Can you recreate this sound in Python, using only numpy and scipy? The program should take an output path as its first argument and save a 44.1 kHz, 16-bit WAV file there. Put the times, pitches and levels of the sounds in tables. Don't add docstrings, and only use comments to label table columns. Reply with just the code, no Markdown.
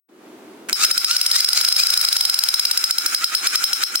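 import sys
import numpy as np
from scipy import signal
from scipy.fft import rfft, irfft, next_fast_len
from scipy.io import wavfile
from scipy.ndimage import uniform_filter1d, minimum_filter1d, map_coordinates

SR = 44100
rng = np.random.default_rng(int(sys.argv[2]) if len(sys.argv) > 2 else 0)


def persist_wave(psi):
    counts = np.round(np.clip(psi, -1, 1) * 32767).astype(np.int16)
    wavfile.write(sys.argv[1], SR, np.atleast_2d(counts).T)


N = 176400

# start in seconds, relative level in dB.
SNAPS = [(.7288, -1.5), (0.8491, -6), (.912, -3), (0.9778, 1), (1.0455, 2), (1.1111, 0), (1.1653, -0.5),
         (1.2133, -0.5), (1.2633, 3.5), (1.3142, 1), (1.3618, 0.5), (1.4043, -1), (1.446, 2.5), (1.4878, 4),
         (1.5311, 1.5), (1.574, -1), (1.6116, 0), (1.6485, 2.5), (1.6856, 9), (1.7244, 7.5), (1.7637, 5),
         (1.799, 6), (1.8342, 2), (1.8687, 2.5), (1.9022, 2.5), (1.9388, 2), (1.9746, 3.5), (2.0123, 2.5),
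         (2.0491, 2), (2.0861, 2), (2.1271, 3.5), (2.1664, 6.5), (2.2088, 5.5), (2.2516, 4.5), (2.297, 3),
         (2.3423, 0.5), (2.3897, 1.5), (2.437, 3), (2.4872, 0), (2.5413, 4), (2.5955, 2.5), (2.6522, 0.5),
         (2.712, 2.5), (2.7744, 2), (2.8401, 2), (2.9089, 3), (2.983, -1), (3.0616, -0.5), (3.1467, 2),
         (3.2424, 4.5), (3.3495, 3.5), (3.4704, -1.5), (3.556, -1.5), (3.64, 3.5), (3.7316, 4.5),
         (3.8356, 3), (3.9556, 5)]


def amp(db):
    return 10 ** (np.asarray(db) / 20)


def along(points, hz):
    f, v = np.transpose(points)
    return np.interp(np.log(hz + 1), np.log(f + 1), v)


def level(rows):
    return amp(np.interp(np.arange(N) / SR, *np.transpose(rows)))


def filtered(x, response):
    size = next_fast_len(N + SR // 2)
    return irfft(rfft(x, size) * response(np.fft.rfftfreq(size, 1 / SR)), size)[..., :N]


def coloured(pair, spectrum):
    # frequency in Hz, correlation.
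    likeness = [(100, 0.65), (350, 0.93), (700, 0.64), (1400, 0.25), (4000, 0.22), (15000, 0.067)]
    angle = lambda hz: np.arccos(along(likeness, hz)) / 2
    response = lambda hz: amp(along(spectrum, hz)) * [np.cos(angle(hz)), np.sin(angle(hz))]
    mid, side = filtered(pair, response)
    return unit(np.array([mid + side, mid - side]))


def unit(x):
    return x / np.sqrt(np.mean(x ** 2) + 1e-20)


def add(track, start, sound):
    part = track[:, round(start * SR):][:, :sound.shape[-1]]
    part += sound[..., :part.shape[1]]


def wobble(rate):
    return map_coordinates(rng.standard_normal(N), [np.arange(N) * rate / SR])


def room_noise():
    # frequency in Hz, relative level in dB.
    rush_colour = [(30, -44), (80, -28), (120, -19.5), (205, -8), (350, 4), (570, -9), (750, -8),
                   (1000, -11), (1400, -13), (1800, -16), (2600, -19), (5400, -25.5), (10000, -28.5),
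                   (15500, -33)]
    # frequency in Hz, level in dB against the rush.
    hum_tones = [(208, -15), (248, -13), (308, -11.5), (372, -12)]
    # time in seconds, level in dB.
    fade = [(.075, -110), (.09, -56), (.15, -51), (.26, -44), (.45, -43), (.6, -43), (.66, -43.5),
            (.73, -38), (1, -39.5), (4, -37.5)]
    t = np.arange(N) / SR
    hum = sum(amp(db) * np.sin(2 * np.pi * hz * t + wobble(12)) for hz, db in hum_tones)
    rush = coloured(rng.standard_normal((2, N)), rush_colour)
    return level(fade) * (rush + np.sqrt(2) * hum)


def trigger(tick_t60_s=0.012, tail_t60_s=0.38):
    # start in seconds, level in dB.
    ticks = [(.687, -22), (0.6909, -19.5), (0.6955, -13), (.708, -34)]
    envelope, t = np.zeros((2, N)), np.arange(SR // 10) / SR
    decay = amp(-60 * t / tick_t60_s) + amp(-22.5 - 60 * t / tail_t60_s)
    for start, db in ticks:
        add(envelope, start, amp(db) * decay)
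    return envelope * rubbing()


def friction(spectrum, grit=0.17):
    grains = rng.standard_normal((2, N)) * np.exp(grit * wobble(900))
    return coloured(unit(grains), spectrum)


def rubbing():
    # frequency in Hz, relative level in dB.
    rub_colour = [(100, -2), (350, -69.5), (720, -3.5), (950, -30), (1350, 13), (1800, 2), (2300, 7.5),
                  (3200, -3), (4200, -7), (6500, 2.5), (9000, 0), (15500, -12.5)]
    return friction(rub_colour)


def flywheel(cam_load_db=2):
    # time in seconds, level in dB.
    rub_levels = [(.68, -110), (.72, -57), (.76, -15.5), (.9, -18.5), (1.25, -13.5), (1.6, -8.5),
                  (2.0, -5.5), (2.3, -11.5), (2.7, -12), (3.1, -14.5), (3.6, -14), (4, -17.5)]
    turn = np.interp(np.arange(N) / SR, np.transpose(SNAPS)[0], np.arange(len(SNAPS))) % 1
    load_db = cam_load_db * (turn ** 2 - .5) + 1.7 * wobble(60)
    return level(rub_levels) * amp(load_db) * shell(rubbing())


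def shell(x, ring_db=-6, t60_s=0.015):
    t = np.arange(SR // 40) / SR
    body = rng.standard_normal((2, len(t))) * amp(-60 * t / t60_s)
    body /= np.linalg.norm(body[0])
    return unit(x + amp(ring_db) * signal.fftconvolve(x, body, axes=1)[:, :N])


def striker():
    # frequency in Hz, relative level in dB.
    crack_colour = [(100, -62), (400, -26), (750, -14.5), (1400, -10.5), (2700, -3.5), (3400, -2),
                    (4050, 3), (4550, 5.5), (5000, 8.5), (5500, 8), (6500, -4.5), (8200, 0.5), (9300, 8.5),
                    (10100, -2), (12000, -2), (13500, 3), (14500, -14), (15600, -1)]
    # frequency in Hz, relative dB, t60 in seconds.
    slip_modes = [(1550, -59.5, 0.045), (3959, -1, 0.018), (4080, -4.5, 0.027), (4800, -21, 0.024)]
    landing_modes = [(5210, 19, 0.0099), (5130, 3.5, 0.035), (5100, -14, 0.25), (5180, -1.5, 0.092),
                     (5580, -21, 0.09), (8820, -13, .016), (9270, -4, 0.048), (11760, -2.5, 0.017)]
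    # time in seconds, pitch factor.
    ring_pitch = [(.73, 1), (1.4, 0.99), (2.0, 0.99), (2.7, 0.99), (3.3, 1.005), (4, 1.028)]
    # time in seconds, change in dB.
    echo_change = [(.73, -0.5), (1.3, 0), (2.0, 1.5), (2.3, -1.5), (3.0, -2), (4, -2)]
    snap_gain_db, crack_gain_db, echo_gain_db = 4, 4, -4.5
    crack_rise_s, crack_t60_s, landing_delay_s, landing_rise_s = 0.00015, 0.037, .0016, .0006
    crack_alike, echo_alike = 0.3, 0.73
    out, t = np.zeros((2, N)), np.arange(SR // 5) / SR
    noise = shell(coloured(rng.standard_normal((2, N)), crack_colour))
    common_grain, common_tail = noise[:, SR:SR + len(t)], room_tail()
    crack_envelope = amp(crack_gain_db - 60 * t / crack_t60_s) * (1 - np.exp(-t / crack_rise_s))
    landed = np.maximum(t - landing_delay_s, 0)
    for start, db in SNAPS:
        fresh_grain = noise[:, rng.integers(N - len(t)):][:, :len(t)]
        grain = np.sqrt(crack_alike) * common_grain + np.sqrt(1 - crack_alike) * fresh_grain
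        pitch = np.interp(start, *np.transpose(ring_pitch))
        slip = grain * crack_envelope + ring(slip_modes, t, pitch)
        landing = ring(landing_modes, landed, pitch) * (1 - np.exp(-landed / landing_rise_s))
        snap = amp(snap_gain_db + db) * (slip + landing)
        tail = np.sqrt(echo_alike) * common_tail + np.sqrt(1 - echo_alike) * room_tail()
        echo_db = echo_gain_db + np.interp(start, *np.transpose(echo_change))
        add(out, start, snap)
        add(out, start, amp(echo_db) * signal.fftconvolve(snap, tail, axes=1))
    return out


def ring(modes, t, pitch, scatter_db=1.5, scatter_pitch=0.014):
    out = np.zeros(len(t))
    for hz, db, t60 in modes:
        louder, sharper = rng.standard_normal(2)
        detune = 1 + scatter_pitch * sharper * np.exp(-t60 / 0.088)
        out += amp(db + scatter_db * louder - 60 * t / t60) * np.sin(2 * np.pi * hz * pitch * detune * t)
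    return out


def room_tail(build_s=0.033):
    # frequency in Hz, t60 in seconds.
    decay_times = [(200, 0.55), (1500, 0.33), (5000, 0.14), (15000, 0.15)]
    hz, t, bands = signal.stft(rng.standard_normal((2, SR // 3)), SR, nperseg=256)
    envelope = amp(-60 * t / along(decay_times, hz)[:, None]) * (1 - np.exp(-t / build_s))
    tail = signal.istft(bands * envelope, SR, nperseg=256)[1]
    return tail / np.linalg.norm(tail[0])


def gears(mesh_rise_per_s=2.6, mesh_jitter=.024, mesh_db=-1.5, treble_hz=2800):
    # time of the hardest push, rise and fall
    # in seconds, level in dB, tooth rate at that push in Hz, treble gain in dB.
    pulls = [(.838, 0.056, 0.022, -10, 1335, 0), (1.107, 0.043, 0.059, -2, 1380, -2),
             (1.362, .03, 0.06, -1.5, 1934, -1.5), (1.578, .03, 0.022, -3.5, 2170, 3.5),
             (1.795, 0.018, 0.049, 2.5, 2400, 1), (2.07, .025, 0.022, -12, 2320, 0),
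             (3.23, .025, 0.029, -11.5, 650, -15), (3.335, .02, .014, -9.5, 650, -12),
             (3.453, 0.023, 0.056, -7.5, 1130, -12), (3.548, 0.014, 0.036, -11.5, 624, -5),
             (3.825, .018, 0.0094, -15, 639, 0)]
    # frequency in Hz, relative level in dB.
    gear_colour = [(100, -37), (400, -19), (950, -19.5), (1200, -5.5), (1400, 2), (1800, -6), (2500, -2),
                   (3200, -4.5), (4500, 6), (6000, 2), (8000, 1.5), (10500, -7.5), (15500, -12)]
    out, t = np.zeros((2, N)), np.arange(N) / SR
    rasp = shell(friction(gear_colour))
    unsteady, chatter = 1 + mesh_jitter * wobble(700), amp(3 * wobble(250))
    for push, rise, fall, db, hz, treble_db in pulls:
        near = abs(t - push) < .15
        since = t[near] - push
        mesh_hz = hz * np.exp(mesh_rise_per_s * np.minimum(since, fall / 2)) * unsteady[near]
        phase = 2 * np.pi * np.cumsum(mesh_hz) / SR
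        teeth = sum(amp(along(gear_colour, k * hz)) * np.sin(k * phase + rng.uniform(0, 2 * np.pi))
                    for k in range(1, 7))
        whir = rasp[:, near] + amp(mesh_db) * unit(chatter[near] * teeth)
        dull = signal.filtfilt(*signal.butter(2, treble_hz, fs=SR), whir)
        swell = np.exp(-(since / np.where(since < 0, rise, fall)) ** 2)
        out[:, near] += amp(db) * swell * (dull + amp(treble_db) * (whir - dull))
    return out


def scene(bass_cut_hz=356, left_lag_s=.00006):
    # frequency in Hz, left over right in dB.
    balance = [(300, 1.5), (700, -4), (1400, -2), (2500, 1.5), (5000, 3), (7000, -2), (9500, -1),
               (12000, 0.5)]
    thin = lambda hz: (1j * hz / (bass_cut_hz + 1j * hz)) ** 2
    pan = lambda hz: amp(np.outer([.5, -.5], along(balance, hz)))
    lag = lambda hz: np.exp(1j * np.pi * left_lag_s * np.outer([-1, 1], hz))
    toy = filtered(striker() + gears() + flywheel() + trigger(), lambda hz: thin(hz) * pan(hz))
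    return filtered(toy + room_noise(), lag)


def record(dry):
    ceiling_db, release_db_per_s, top_hz = -7.5, 172.5, 15900
    detect_s, lookahead_s = 0.0004, 0.001
    power = abs(uniform_filter1d((dry ** 2).mean(axis=0), int(detect_s * SR)))
    over_db = np.maximum(10 * np.log10(power + 1e-12) - ceiling_db, 0)
    recovery_db = release_db_per_s * np.arange(N) / SR
    cut_db = np.maximum.accumulate(over_db + recovery_db) - recovery_db
    width = int(lookahead_s * SR)
    gain = amp(uniform_filter1d(minimum_filter1d(-cut_db, width), width))
    return filtered(dry * gain, lambda hz: hz < top_hz)


dry = scene()
out = record(dry)
persist_wave(out)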